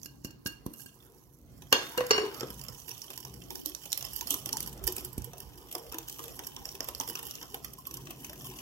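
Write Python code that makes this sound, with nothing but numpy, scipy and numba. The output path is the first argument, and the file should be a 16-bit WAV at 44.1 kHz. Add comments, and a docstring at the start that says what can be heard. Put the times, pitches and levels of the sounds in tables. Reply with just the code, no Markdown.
"""A wire whisk beats thick batter in a glass bowl: noise bursts through resonances tick and sizzle as wire
on glass, chirped damped tones smack as batter, and filtered noise makes the bowl rumble and drag on stone.
Before that a small ceramic dish, a sum of decaying modes, is tapped empty over the bowl and set down on the
stone counter, where two glass jars chime in. Two ports of a phone close above hear it in a small kitchen
with a low appliance hum of shaped noise."""
import sys
import numpy as np
from scipy import signal
from scipy.fft import rfft, irfft
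from scipy.io import wavfile
from scipy.ndimage import uniform_filter1d, map_coordinates
from numba import njit

SR = 44100
rng = np.random.default_rng(int(sys.argv[2]) if len(sys.argv) > 2 else 0)


def gain_from_db(level_db):
    """Convert decibel levels to linear amplitude factors (20 dB per decade)."""
    decades = np.asarray(level_db, float) / 20
    return 10 ** decades


def put_to_file(sound):
    """Save the sound as 16-bit audio at rate SR, in the file named by the first command-line argument."""
    columns = np.atleast_2d(sound).T  # one column per channel
    safe = np.clip(columns, -1, 1)
    whole_steps = np.round(safe * 32767)
    wavfile.write(sys.argv[1], SR, whole_steps.astype(np.int16))


N = 379701  # samples


def over_hz(table, size):
    """Spectral envelope: a table read at each transform bin, linear in log frequency."""
    hz, value = np.transpose(table)
    return np.interp(np.log(np.fft.rfftfreq(size, 1 / SR) + 1), np.log(hz), value)


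def over_time(table):
    """Temporal envelope: each column of a table interpolated at every sample."""
    s, *columns = np.transpose(table)
    return [np.interp(np.arange(N) / SR, s, column) for column in columns]


def shaped(x, gain):
    """Linear filtering in the frequency domain: one gain per bin."""
    return irfft(rfft(x) * gain, N)


def unit(x):
    """Power normalisation: scale to rms 1."""
    return x / np.sqrt(np.mean(x ** 2))


def walk(rate):
    """Slow random modulation: levels held for 1 / rate s, smoothed twice, rms 1."""
    hold = int(SR / rate)
    steps = np.repeat(rng.standard_normal(N // hold + 1), hold)
    return unit(uniform_filter1d(uniform_filter1d(steps, hold), hold)[:N])


def grit(per_s, spread_db):
    """Shot noise: sparse random clicks, a few much larger than the rest, rms 1."""
    clicks = (rng.random(N) < per_s / SR) * rng.standard_normal(N)
    return unit(clicks * gain_from_db(spread_db * np.minimum(rng.exponential(size=N), 3.5)))


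def impulses(s, db):
    """Ideal impact: one sample at each time."""
    out = np.zeros(N)
    out[(np.atleast_1d(s) * SR).astype(int)] = gain_from_db(db)
    return out


def resonance(x, hz, width_hz):
    """Damped oscillator: a two-pole resonance with gain 1 at the centre."""
    return signal.lfilter(*signal.iirpeak(hz, hz / width_hz, SR), x)


def ring(x, modes):
    """Modal superposition: a unit impulse starts each decaying mode at its own level."""
    out = np.zeros(N)
    for hz, db, t60 in modes:
        pole = np.exp((2j * np.pi * hz - np.log(1000) / t60) / SR)
        out += gain_from_db(db) * signal.lfilter([1], [1, -pole], x).imag
    return out


@njit
def sliding(x, hz, width_hz):
    """Time-varying oscillator: a resonance whose centre moves every sample, gain 1 at the centre."""
    y, band, low = np.empty(len(x)), 0., 0.
    for i in range(len(x)):
        g, damping = np.tan(np.pi * hz[i] / SR), width_hz / hz[i]
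        v = (band + g * (x[i] + 1e-18 - low)) / (1 + g * (g + damping))
        band, low, y[i] = 2 * v - band, low + 2 * g * v, damping * v
    return y


def loose(x, hz, width_hz):
    """Load-dependent resonance: batter load and contact point shift its centre at random."""
    detune_share, detunes_per_s = .03, 18
    return sliding(x, hz * (1 + detune_share * walk(detunes_per_s)), 1. * width_hz)


def glide(x, share, rate):
    """Frequency modulation by playing x at a wandering speed: its resonances slide up and down."""
    return map_coordinates(x, [np.cumsum(1 + share * walk(rate))], order=1, mode="mirror")


def patchy(x, colour, rate):
    """Independent band modulation: overlapping bands of coloured x flicker apart."""
    flicker_db = 2
    octave = np.log2(np.fft.rfftfreq(N, 1 / SR) + 1)
    centres = np.log2([1500, 3000, 4500, 6500, 9000, 12000, 15500])
    gain = gain_from_db(over_hz(colour, N))
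    return sum(shaped(x * gain_from_db(flicker_db * walk(rate)), np.interp(octave, centres, band) * gain)
               for band in np.eye(len(centres)))


def bursts(s, ms, gain, rise=0.057):
    """Rough contact: noise pressure peaks at s, builds faster than it fades; one gain row per output."""
    first_touch = 2
    out, t = np.zeros((len(gain), N + 4096)), (np.arange(4096) - 1024) / SR
    for k, noise in enumerate(rng.standard_normal((len(s), 4096))):
        noise[1024] = first_touch
        gritty = noise * np.sqrt(np.abs(noise))
        tau = np.where(t < 0, rise, .75) * max(ms[k], .2) / 1000
        at = int(s[k] * SR)
        out[:, at:at + len(t)] += gain[:, k, None] * gritty * np.exp(-np.abs(t) / tau)
    return out[:, 1024:N + 1024]


def pops(rows, decay_s, rise_s, glide, rough_db):
    """Transient oscillation: one damped, gliding tone per row (time [s], level [dB], frequency [Hz])."""
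    out, t = np.zeros(N + 8192), np.arange(8192) / SR
    for (s, db, hz), tau in zip(rows, np.broadcast_to(decay_s, len(rows))):
        tone = np.sin(2 * np.pi * hz * t * (1 + glide * t)) * np.exp(-t / tau) * (1 - np.exp(-t / rise_s))
        out[int(s * SR):][:len(t)] += gain_from_db(db) * tone
    return out[:N] * gain_from_db(rough_db * walk(70))


def swell(s, db, rise_s, fade_s):
    """Exponential energy envelope: power builds up to each moment s and fades after it."""
    t = np.arange(-SR // 2, SR // 2 + 1) / SR
    shape = np.exp(-2 * np.abs(t) / np.where(t < 0, rise_s, fade_s))
    return np.abs(signal.fftconvolve(impulses(s, db) ** 2, shape, "same"))


# room tone spectrum, relative: (frequency [Hz], level [dB])
KITCHEN_SPECTRUM = [(18, -31), (30, -21), (59, 1.5), (95, -12.5), (131, 3.5), (170, -7.5), (266, -5.5),
                    (295, -4.5), (355, -12.5), (649, -28), (1430, -48), (1590, -50), (1720, -67),
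                    (16000, -43)]
# its balance between the ports: (frequency [Hz], left minus right [dB])
KITCHEN_BALANCE = [(60, 2.5), (110, 1), (200, 3.5), (380, -1.5), (700, -6), (1290, 0), (2380, 11),
                   (4400, -57), (8120, 2), (15000, -26)]
# its likeness at the ports, clipped to 0-1 on use: (frequency [Hz], likeness [1])
KITCHEN_LIKENESS = [(60, 4), (130, 5), (290, -1), (640, 1), (15000, -7.5)]


def kitchen():
    """Diffuse-field noise: mid and side room tones whose ratio sets how alike the ports are."""
    level_db = -55
    alike = np.sqrt(np.clip(over_hz(KITCHEN_LIKENESS, N), 0, 1))
    colour = gain_from_db(over_hz(KITCHEN_SPECTRUM, N))
    mid, side = (shaped(rng.standard_normal(N) * gain_from_db(5.3 * walk(5.4)), colour * np.sqrt(1 + sign * alike))
                 for sign in (1, -1))
    half = gain_from_db(over_hz(KITCHEN_BALANCE, N) / 2)
    return gain_from_db(level_db) * unit(np.array([shaped(mid + side, half), shaped(mid - side, 1 / half)]))


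def room(x, early_db, late_db):
    """Reverberation by convolution: close reflections from bowl and counter, then a duller tail."""
    early_t60_s, late_t60_s = 0.0091, 0.37
    alike_hz = 700  # below it both ports hear the same tail
    t = np.arange(SR // 2) / SR
    early, late = (rng.standard_normal((2, len(t))) * np.exp(-np.log(1000) * t / t60) * (t > .001)
                   for t60 in (early_t60_s, late_t60_s))
    late = signal.lfilter([1], [1, -.6], late)
    late = signal.lfilter(*signal.butter(1, 350, "high", fs=SR), late)  # the small kitchen holds little bass
    early = signal.lfilter(*signal.butter(2, alike_hz, "high", fs=SR), early)
    late = late - signal.lfilter(*signal.butter(1, alike_hz, fs=SR), late - late[0])
    shifting = x * np.tanh(3 * walk(25))  # moving hands keep changing the close paths
    out = 0
    for source, echo, db in ((shifting, early[:, :2048], early_db), (x, late, late_db)):
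        echo = echo / np.linalg.norm(echo, axis=1, keepdims=True)
        out = out + gain_from_db(db) * signal.oaconvolve(source, echo, axes=1)[:, :N]
    return out


# balance between the two ports: (frequency [Hz], left minus right [dB])
PORT_BALANCE = [(60, -13.5), (110, -10), (200, -2.5), (380, 1.5), (700, -2.5), (1290, 2), (2380, 4),
                (4400, -8.5), (8120, -4.5), (15000, -7)]


def ports(x, moving):
    """Interaural-like differences: level and arrival differ; moving hands scatter treble between ports."""
    lag_ms, unlike_hz = 0.15, 1580  # the right port hears later; above unlike_hz the ports grow unlike
    hz = np.fft.rfftfreq(N, 1 / SR)
    turn = gain_from_db(over_hz(PORT_BALANCE, N) / 2) * np.exp(1j * np.pi * hz * lag_ms / 1000)
    treble = 0.93 * hz / np.hypot(hz, unlike_hz)
    delay = np.exp(-2j * np.pi * hz * 0.0004005)  # s
    own = shaped(x * np.tanh(2 * walk(moving)), treble * delay)
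    return np.array([shaped(x + own, turn), shaped(x - own, 1 / turn)])


# blows on the dish, levels before each layer's trim:
# (time [s], ring level [dB], thud level [dB], clatter level [dB])
DISH_BLOWS = [(0.0586, -43, -50, -77), (0.2492, -37.5, -36, -55), (0.306, -47.5, -70, -78),
              (0.4606, -31.5, -34.5, -43.5), (0.4734, -36.5, -68, -65), (0.665, -56, -32, -52),
              (0.738, -50.5, -80, -84), (0.7962, -46, -61, -68), (0.861, -46, -53, -77),
              (1.726, -14.5, -42, -19), (1.979, -28.5, -55, -31.5), (2.0038, -40, -58, -27.5),
              (2.108, -19.5, -49, -19), (2.179, -23, -59, -27)]
# modes of the dish: (frequency [Hz], level [dB], t60 [s])
DISH_MODES = [(1608, -2, .07), (1627, -8, .1), (2807, -3, .13), (2828, 1, .07), (4380, 3.5, .035),
              (5440, -7, .04), (6680, -4, .04)]
# nudges, one for each of two glass jars: (time [s], level [dB])
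JAR_NUDGES = [(1.725, -32.5), (2.108, -23.5)]
# modes of each jar, one list a jar: (frequency [Hz], level [dB], t60 [s])
JAR_MODES = [
    [(3256, -3, .32), (3602, -12, 1.1), (4436, -10, .3), (5158, 0, .21), (5297, -10, .25), (6365, -4, .25),
     (7257, -20, .3)],
    [(1405, -23, .35), (2847, -16, .3), (2913, -15, .55), (4415, -13, .3), (4468, -4, .15), (4570, -18, .4),
     (5050, -14, .12), (5470, -2, .16), (6700, -10, .06)],
]


def dish():
    """Modal vibration: each blow rings the dish over a one-swing thud and a clatter; the jars chime in."""
    s, ring_db, thud_db, clatter_db = np.transpose(DISH_BLOWS)
    rings = gain_from_db(1.24 * walk(50.65)) * ring(impulses(s, ring_db - 9.5), DISH_MODES)
    jars = sum(ring(impulses(*nudge), modes) for nudge, modes in zip(JAR_NUDGES, JAR_MODES))
    jars = gain_from_db(3.6 * walk(60.17)) * jars
    # a negative frequency starts the swing downwards
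    thud = pops(np.c_[s - .002, thud_db + 19, np.full(len(s), -225.)], 0.0018, 0.0014, 0, 0)
    clatter = bursts(s + 0.00252, np.full(len(s), 5.), gain_from_db([clatter_db + 11.0]))[0]
    return rings + jars + thud + resonance(resonance(clatter, 700, 1630), 910, 1900)


# handling and stirring: (time [s], batter level [dB], bowl drag on stone [dB], rumble level [dB])
STIRRING = [(0.0, -77, -84, -57), (1.03, -71.5, -64.5, -69), (1.65, -89, -73, -54.5), (1.92, -54, -71, -60),
            (2.23, -52, -52.5, -65), (2.64, -64, -66, -55.5), (3.14, -70.5, -66, -65.5),
            (4.82, -59, -58, -50), (5.49, -66, -59, -57.5), (7.19, -62.5, -60, -59.5),
            (7.6, -70, -60.5, -60), (8.61, -61, -58.5, -64)]
# low knocks, the first a tap on the held dish, the rest dish and bowl on the stone:
# (time [s], level [dB], frequency [Hz], decay [s])
LOW_KNOCKS = [(0.663, -30, 974, 0.0024), (1.98, -26, 498.5, 0.049), (2.008, -26, 504, 0.026),
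              (2.108, -11.5, 435, 0.0093), (2.179, -23, 419.3, 0.036), (2.235, -24, 422.3, 0.018),
              (2.264, -31.5, 401, 0.017), (2.431, -24.5, 370, 0.0036), (3.664, -37, 307, 0.023),
              (4.311, -37, 291, 0.027), (3.701, -46, 368, 0.02), (4.256, -43, 243, 0.011),
              (4.331, -41, 398, 0.015), (4.469, -40.5, 337, 0.015), (4.813, -41.5, 388, 0.038),
              (4.884, -36.5, 369, 0.026), (5.179, -17.5, 221, 0.0019), (5.762, -35.5, 341, 0.016),
              (5.944, -41, 328, 0.046), (5.272, -42.5, 483, 0.011), (6.396, -49, 296, 0.018),
              (6.744, -44.5, 396, 0.016), (6.805, -44.5, 285, 0.018), (6.883, -41, 524, 0.011),
              (7.004, -45, 368, 0.017), (7.083, -43, 467, 0.017), (7.261, -46, 397, 0.014),
              (7.413, -48, 305, 0.025), (7.537, -43, 415, 0.014), (8.087, -43.5, 338, 0.073),
              (8.491, -45.5, 367, 0.023)]
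# bumps of the bowl on the counter: (time [s], level [dB], frequency [Hz])
BOWL_BUMPS = [(2.699, -40, 123), (4.844, -30, 57.6), (5.175, -32.5, 69), (5.211, -35, 85)]


def stir():
    """Friction and cavity resonance: batter gurgles in drifting pockets, the bowl drags, low knocks sound."""
    batter_db, drag_db, rumble_db = over_time(STIRRING)
    pockets = np.zeros(N)
    for hz in (640, 865, 1020, 1195):
        pocket = glide(resonance(grit(900, 1.0), hz, 110), .06, 8)  # share of pitch, turns per s
        pockets += gain_from_db(3 * walk(20)) * pocket
    drag = sum(gain_from_db(5.3 * walk(12)) * resonance(rng.standard_normal(N), hz, 51)
               for hz in (268, 333, 375.6, 469.0))
    rumble = sum(gain_from_db(3 * walk(12)) * resonance(rng.standard_normal(N), hz, width)
                 for hz, width in ((57, 21), (128, 29.6)))
    # each contact sets the batter moving; the dish skids on after each clatter
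    s, tick_db, _, body_db = np.transpose(CONTACTS)
    slosh = swell(s, tick_db + body_db - 14, rise_s=0.0029, fade_s=0.023)
    skid = swell(*np.transpose(DISH_BLOWS)[[0, 3]], rise_s=0.003, fade_s=0.092)
    skid_db, skid_low_db = -20, -22  # relative to the clatter column, in the middle and the low band
    scuff = gain_from_db(skid_db) * np.sqrt(skid) * unit(resonance(grit(790, 1.28), 1220, 1500))
    middle = np.sqrt(gain_from_db(batter_db) ** 2 + slosh)
    low = np.sqrt(gain_from_db(drag_db) ** 2 + gain_from_db(3.0) ** 2 * slosh + gain_from_db(skid_low_db) ** 2 * skid)
    layers = scuff + middle * unit(pockets) + low * unit(drag) + gain_from_db(rumble_db) * unit(rumble)
    rows = np.array(LOW_KNOCKS)
    knocks = pops(rows[:, :3], rows[:, 3], 0.00091, -0.066, 0.96)
    return layers + knocks + pops(BOWL_BUMPS, 0.012, 0.00026, 0, 0)


# rubbing: (time [s], scratch level [dB])
RUBBING = [(0.0, -67.5), (0.53, -82), (0.72, -72), (0.96, -62), (1.29, -74), (1.6, -68), (1.89, -52),
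           (2.18, -55.5), (2.85, -55), (3.04, -55), (3.38, -59), (4.12, -51), (5.04, -62.5), (5.56, -60),
           (5.99, -53.5), (6.47, -55), (6.81, -57.5), (7.24, -52), (7.77, -61.5), (8.61, -53.5)]
# spectrum of the scratch, relative: (frequency [Hz], level [dB])
SCRATCH_SPECTRUM = [(880, -5), (1500, -43), (2250, -26.5), (3000, 5), (3920, -9), (5660, 2.5), (6630, -0.5),
                    (9100, -3.5), (11000, 3), (12700, 4), (14200, -1.5), (16000, 1.5)]
# longer sweeps of finger or wires along a surface: (time [s], scratch level [dB], rise [s], fade [s])
LONG_SWEEPS = [(0.8, -51, 0.03, 0.037), (0.869, -54, 0.0059, 0.023), (4.331, -36, 0.0075, 0.028),
               (5.0, -45, 0.048, 0.056), (7.09, -35.5, 0.0082, 0.011), (8.46, -39, 0.026, 0.029)]


def rub():
    """Stick-slip friction: scratch hiss whose bands flicker apart, with small ticks ringing glass and bowl."""
    dish_down_s, finger_from_hz = 1.72, 4200  # until the dish lands only fingers brush, a thinner hiss
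    catch_db = 2.0 * walk(40) + 0.8 * walk(190)
    grains = grit(700, 2.9) * 1.04 + rng.standard_normal(N)
    hiss = patchy(grains * gain_from_db(catch_db), SCRATCH_SPECTRUM, 13)
    thinner = signal.lfilter(*signal.butter(4, finger_from_hz, "high", fs=SR), hiss)
    hiss = np.where(np.arange(N) < dish_down_s * SR, thinner, hiss)
    ticks = grit(90, 1.9)
    rattle = sum(gain_from_db(db + 4 * walk(50)) * loose(ticks, hz, 0.32 * width)
                 for hz, width, db in GLASS_RESONANCES + BODY_RESONANCES)
    # each contact drags a scrape with it
    s, tick_db, sizzle_db = np.transpose(CONTACTS)[:3]
    scrape = swell(s, tick_db + sizzle_db - 15, rise_s=0.0046, fade_s=0.017)
    scrape = scrape + sum(swell(*row) for row in LONG_SWEEPS)
    level = np.sqrt(gain_from_db(over_time(RUBBING)[0]) ** 2 + scrape)
    return level * (unit(hiss) + gain_from_db(-13.0) * unit(rattle))


def grazes():
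    """Random point process: light contacts as strong as the rubbing just then; columns as the contacts."""
    beating_from_s, per_s = 2.3, 36
    span_s = N / SR - beating_from_s
    when, size, sizzle, body = rng.random((int(per_s * span_s), 4)).T
    s = beating_from_s + when * ((N - 1) / SR - beating_from_s)
    db = np.interp(s, *np.transpose(RUBBING)) + 4.5 - 3 * np.log(1 - .97 * size)
    return np.c_[s, db, -7 + 12 * (sizzle - .5), -9.5 + 16 * (body - .5)]


# batter pockets closing: (time [s], level [dB], frequency [Hz])
POCKET_CLOSINGS = [(3.507, -48, 820), (4.217, -42.5, 930), (4.311, -44, 1030), (4.466, -40.5, 886),
                   (4.535, -37, 887), (4.57, -39, 915), (4.874, -41.5, 950), (5.333, -44, 700),
                   (5.752, -41, 691), (5.917, -42.5, 1180), (6.191, -38, 1196), (6.809, -42, 640),
                   (6.889, -47, 1280), (7.003, -32, 916), (7.154, -41.5, 1224), (7.546, -41, 750),
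                   (7.782, -42, 1017), (7.871, -40.5, 1074), (7.975, -40, 1046), (8.296, -40.5, 607),
                   (8.447, -41.5, 1040)]


def smacks():
    """Cavity collapse: each pocket closes with three weaker neighbours, a little later, at other pitches."""
    trail_s, pitch_share = .025, .12
    rows = np.repeat(POCKET_CLOSINGS, 4, axis=0)
    neighbour = np.arange(len(rows)) % 4 > 0
    late, size, pitch = rng.random((len(rows), 3)).T * neighbour
    rows = rows + np.c_[trail_s * late, -16 * size, rows[:, 2] * pitch_share * np.sin(2 * np.pi * pitch)]
    return pops(rows, decay_s=.008, rise_s=0.0011, glide=0.47, rough_db=2.6)


# hard contacts, mostly wire on glass, levels before each layer's trim:
# (time [s], tick level [dB], sizzle above tick [dB], body above tick [dB])
CONTACTS = [(0.016, -49, -8, -28), (0.032, -39, -2, -17), (0.046, -48, 2, -24), (0.0584, -36, -5.5, -37),
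            (0.2471, -29, -7, -42), (0.308, -49, -6, -20), (0.4615, -26.5, -6, -39),
            (0.47, -33.5, 0.5, -18), (0.523, -53, 3, -20), (0.664, -41.5, 1.5, -54), (0.737, -52, 10, -25),
            (0.8607, -60, 16.5, -17), (1.621, -51, -1, 1), (1.727, -10.5, -9, -7.5), (1.9768, -30.5, 5, 3),
            (2.0662, -36, -4, -23.5), (2.1123, -17, -35, -18), (2.094, -45, -3, -20),
            (2.3445, -35, -5.5, -6), (2.398, -32.5, -11, -21), (2.432, -43, -10, 8),
            (2.4081, -26, -14, -5.5), (2.5037, -45, 5.5, 1), (2.594, -42, 0, -9), (2.614, -34.5, -6, -17),
            (2.638, -50, 10, -15), (2.684, -34, -6, -9), (2.882, -39.5, -2, -6.5), (2.892, -31, -2.5, -18),
            (2.9136, -36, -6, -12.5), (3.018, -33, -11, -34), (3.1033, -38.5, 2, -1.5),
            (3.177, -30.5, -4, -18), (3.204, -41, 1, -15), (3.25, -30.5, -3, -12.5),
            (3.5054, -31.5, 1.5, -9.5), (3.5554, -26.5, -10, -15), (3.6597, -23.5, 2.5, -21.5),
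            (3.6961, -41.5, 7, -5), (3.749, -28, -8, -19), (3.855, -39.5, 0, -7.5), (3.901, -56, -6, -22),
            (3.9196, -20.5, -21, -22), (3.9288, -15.5, -15, -44), (3.9757, -28.5, 3, -14),
            (4.008, -38, -2, -16), (4.026, -26, -9, -18), (4.0504, -34.5, -3, -7.5),
            (4.1337, -40.5, 4, -21), (4.162, -37, 6, -37), (4.21, -20, -8, -19), (4.272, -32.5, 2.5, -8.5),
            (4.29, -46, 4, -24), (4.3064, -25.5, 8, -15), (4.342, -19, -5.5, -14),
            (4.4593, -28, 2.5, -12.5), (4.4911, -32.5, -2, -10), (4.5288, -21, -7, -19),
            (4.57, -20.5, -5, -30), (4.605, -26.5, 2, -29), (4.628, -39.5, 8, -9), (4.662, -43, 6, -20),
            (4.6748, -39, 6.5, -9), (4.73, -45, 6.5, -20), (4.84, -34, 3, -11), (4.869, -38, 10, -10),
            (4.8762, -23.5, 4, -11), (4.9237, -46, 12.5, -21), (4.965, -32.5, 6, -9), (4.982, -28, 5, -10),
            (5.008, -46, 9, -25), (5.0484, -40, 11, -30), (5.131, -49.5, 6.5, -20), (5.18, -39.5, 8, -12),
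            (5.2197, -44, 0, -24), (5.244, -40.5, 9, -10), (5.3334, -42.5, -4, -4), (5.3827, -49, 7.5, -25),
            (5.403, -47, 6, -6), (5.714, -48, 8, -0.5), (5.7266, -44.5, 11.5, -7),
            (5.7513, -23.5, -9, -8.5), (5.7817, -42.5, 4, -7), (5.923, -31.5, -2, -10.5),
            (5.9442, -36, 2, -2), (5.9844, -25.5, -2.5, -8.5), (6.085, -29, -4, -33),
            (6.0974, -29, -0.5, -18.5), (6.1922, -35.5, -10, -3.5), (6.2401, -39, 2, -1),
            (6.3753, -53, -2, -25), (6.3924, -24.5, -12, -11), (6.4694, -32.5, -0.5, -16),
            (6.5642, -34.5, -17, -3), (6.6548, -26.5, -5, -13), (6.69, -31, -25, -39),
            (6.7158, -42, -5, -26), (6.7517, -37, -3, -8.5), (6.8057, -23.5, -11.5, -11),
            (6.829, -41, -2, -13), (6.844, -43, 5, -21), (6.887, -30.5, 2.5, -2.5), (6.9492, -27, -12, -20),
            (6.9803, -45, -2, -26), (7, -18, -20, -20.5), (7.01, -24, -21, -10.5), (7.077, -30, -3, -8.5),
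            (7.098, -31.5, -1, -6), (7.154, -24.5, -9, -14.5), (7.191, -37.5, 0, -1), (7.229, -40, 8.5, -1),
            (7.3104, -26, -16, -31), (7.3537, -26, -21, -27), (7.414, -39, -17, -4),
            (7.4284, -34, -13, -4.5), (7.544, -37, 4, -2.5), (7.646, -35, -1, -11), (7.735, -45.5, 4, -17),
            (7.7864, -46, 2.5, -20), (7.87, -37.5, 4.5, -48), (7.9109, -35.5, -4, -16),
            (7.941, -39.5, 7.5, -13), (7.9705, -37.5, 2, -14), (8.071, -41.5, -5, -0.5),
            (8.1075, -40.5, 5, -3), (8.246, -35.5, -4, -10), (8.296, -39.5, 2.5, -4.5),
            (8.3318, -37.5, 1, -8), (8.359, -51, -6, -13), (8.587, -36.5, -13, -11), (8.558, -45, -15, -21)]
# resonances of the batter-damped glass: (frequency [Hz], width [Hz], level [dB])
GLASS_RESONANCES = [(4740, 160, -15), (5330, 250, -15), (5527, 310, -9.5), (5800, 147, -9.5),
                    (6460, 145, -11), (6860, 120, -15)]
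# resonances of the bowl body: (frequency [Hz], width [Hz], level [dB])
BODY_RESONANCES = [(1895, 300, -12), (2700, 260, -7), (3050, 260, -2), (3445, 260, -8)]
# spectral gain of the sizzle: (frequency [Hz], gain [dB])
SIZZLE_SPECTRUM = [(4410, -63), (6500, -30), (7690, -15), (9570, -12), (10600, -13), (12900, -3.5),
                   (16000, -25)]
# resonances of the wires, before a common trim: (frequency [Hz], width [Hz], level [dB])
WIRE_RESONANCES = [(8140, 330, 11), (10900, 80, 16), (12100, 300, 9), (13500, 240, -12)]


def whisk():
    """Impact excitation: wires tick on damped glass, each with its own mix of modes; the batter smacks."""
    s, tick_db, sizzle_db, body_db = np.r_[CONTACTS, grazes()].T
    ms = np.clip(1.6 - 4.4 * (tick_db + 31.5), 1.8, 4.2)  # harder contacts are briefer
    modes = GLASS_RESONANCES + BODY_RESONANCES
    mix_db = rng.uniform(-5, 5, (len(s), len(modes))).T
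    mix_db[len(GLASS_RESONANCES):] += body_db + 0.5
    contacts = bursts(s, ms, gain_from_db(tick_db + 12 + mix_db))
    ticks = sum(gain_from_db(db) * loose(x, hz, width) for x, (hz, width, db) in zip(contacts, modes))
    sizzle = bursts(s, ms, gain_from_db([tick_db + sizzle_db + 6]), rise=0.28)[0]
    sizzle = patchy(sizzle, SIZZLE_SPECTRUM, 28)
    wires = sum(gain_from_db(db + 3.5 * walk(42) - 7.5) * resonance(sizzle, hz, width)
                for hz, width, db in WIRE_RESONANCES)
    # batter thrown by the same contact
    slap = resonance(bursts(s, 4.2 * ms, gain_from_db([tick_db + body_db]))[0], 930, 300)
    # bare broadband click at first touch
    click_db = tick_db + np.maximum(sizzle_db, 0) - 9
    click = bursts(s, np.full(len(s), .7), gain_from_db([click_db]))[0]
    click = signal.lfilter(*signal.butter(2, 1500, "high", fs=SR), click)
    return click + ticks + sizzle + wires + slap + smacks()


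# the whisk wanders across the bowl: (time [s], left minus right [dB])
WHISK_WANDER = [(0, -6.5), (2.3, -3), (2.8, -4), (3.75, -4), (4.7, -1), (5.3, -0.5), (5.8, 1.5), (6.8, 0),
                (7.3, 0.5), (7.8, 0), (8.61, 5.5)]


def scene():
    """Superposition of direct and reverberant sound: the dish wakes more of the room than the whisk."""
    far = ports(dish(), moving=24.85)
    side_db = over_time(WHISK_WANDER)[0] * np.array([[.5], [-.5]])
    near = ports(whisk() + rub(), moving=60.) * gain_from_db(side_db) + ports(stir(), moving=60.)
    far = far + room(far, early_db=-5, late_db=-9)
    near = near + room(near, early_db=-5, late_db=-11.5)
    return far + near + kitchen()


def low_pass(x):
    """Removes everything above the highest recorded frequency."""
    return signal.sosfilt(signal.butter(12, 17140, fs=SR, output="sos"), x)


def record(dry):
    """Band limiting: the phone cuts the lowest bass and the top."""
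    bass_cut = signal.butter(5, 46, "high", fs=SR, output="sos")
    top_cut = signal.ellip(8, .2, 60, 15900, fs=SR, output="sos")
    mix = signal.sosfilt(np.r_[bass_cut, top_cut], dry)
    return low_pass(mix)


dry = scene()
out = record(dry)
put_to_file(out)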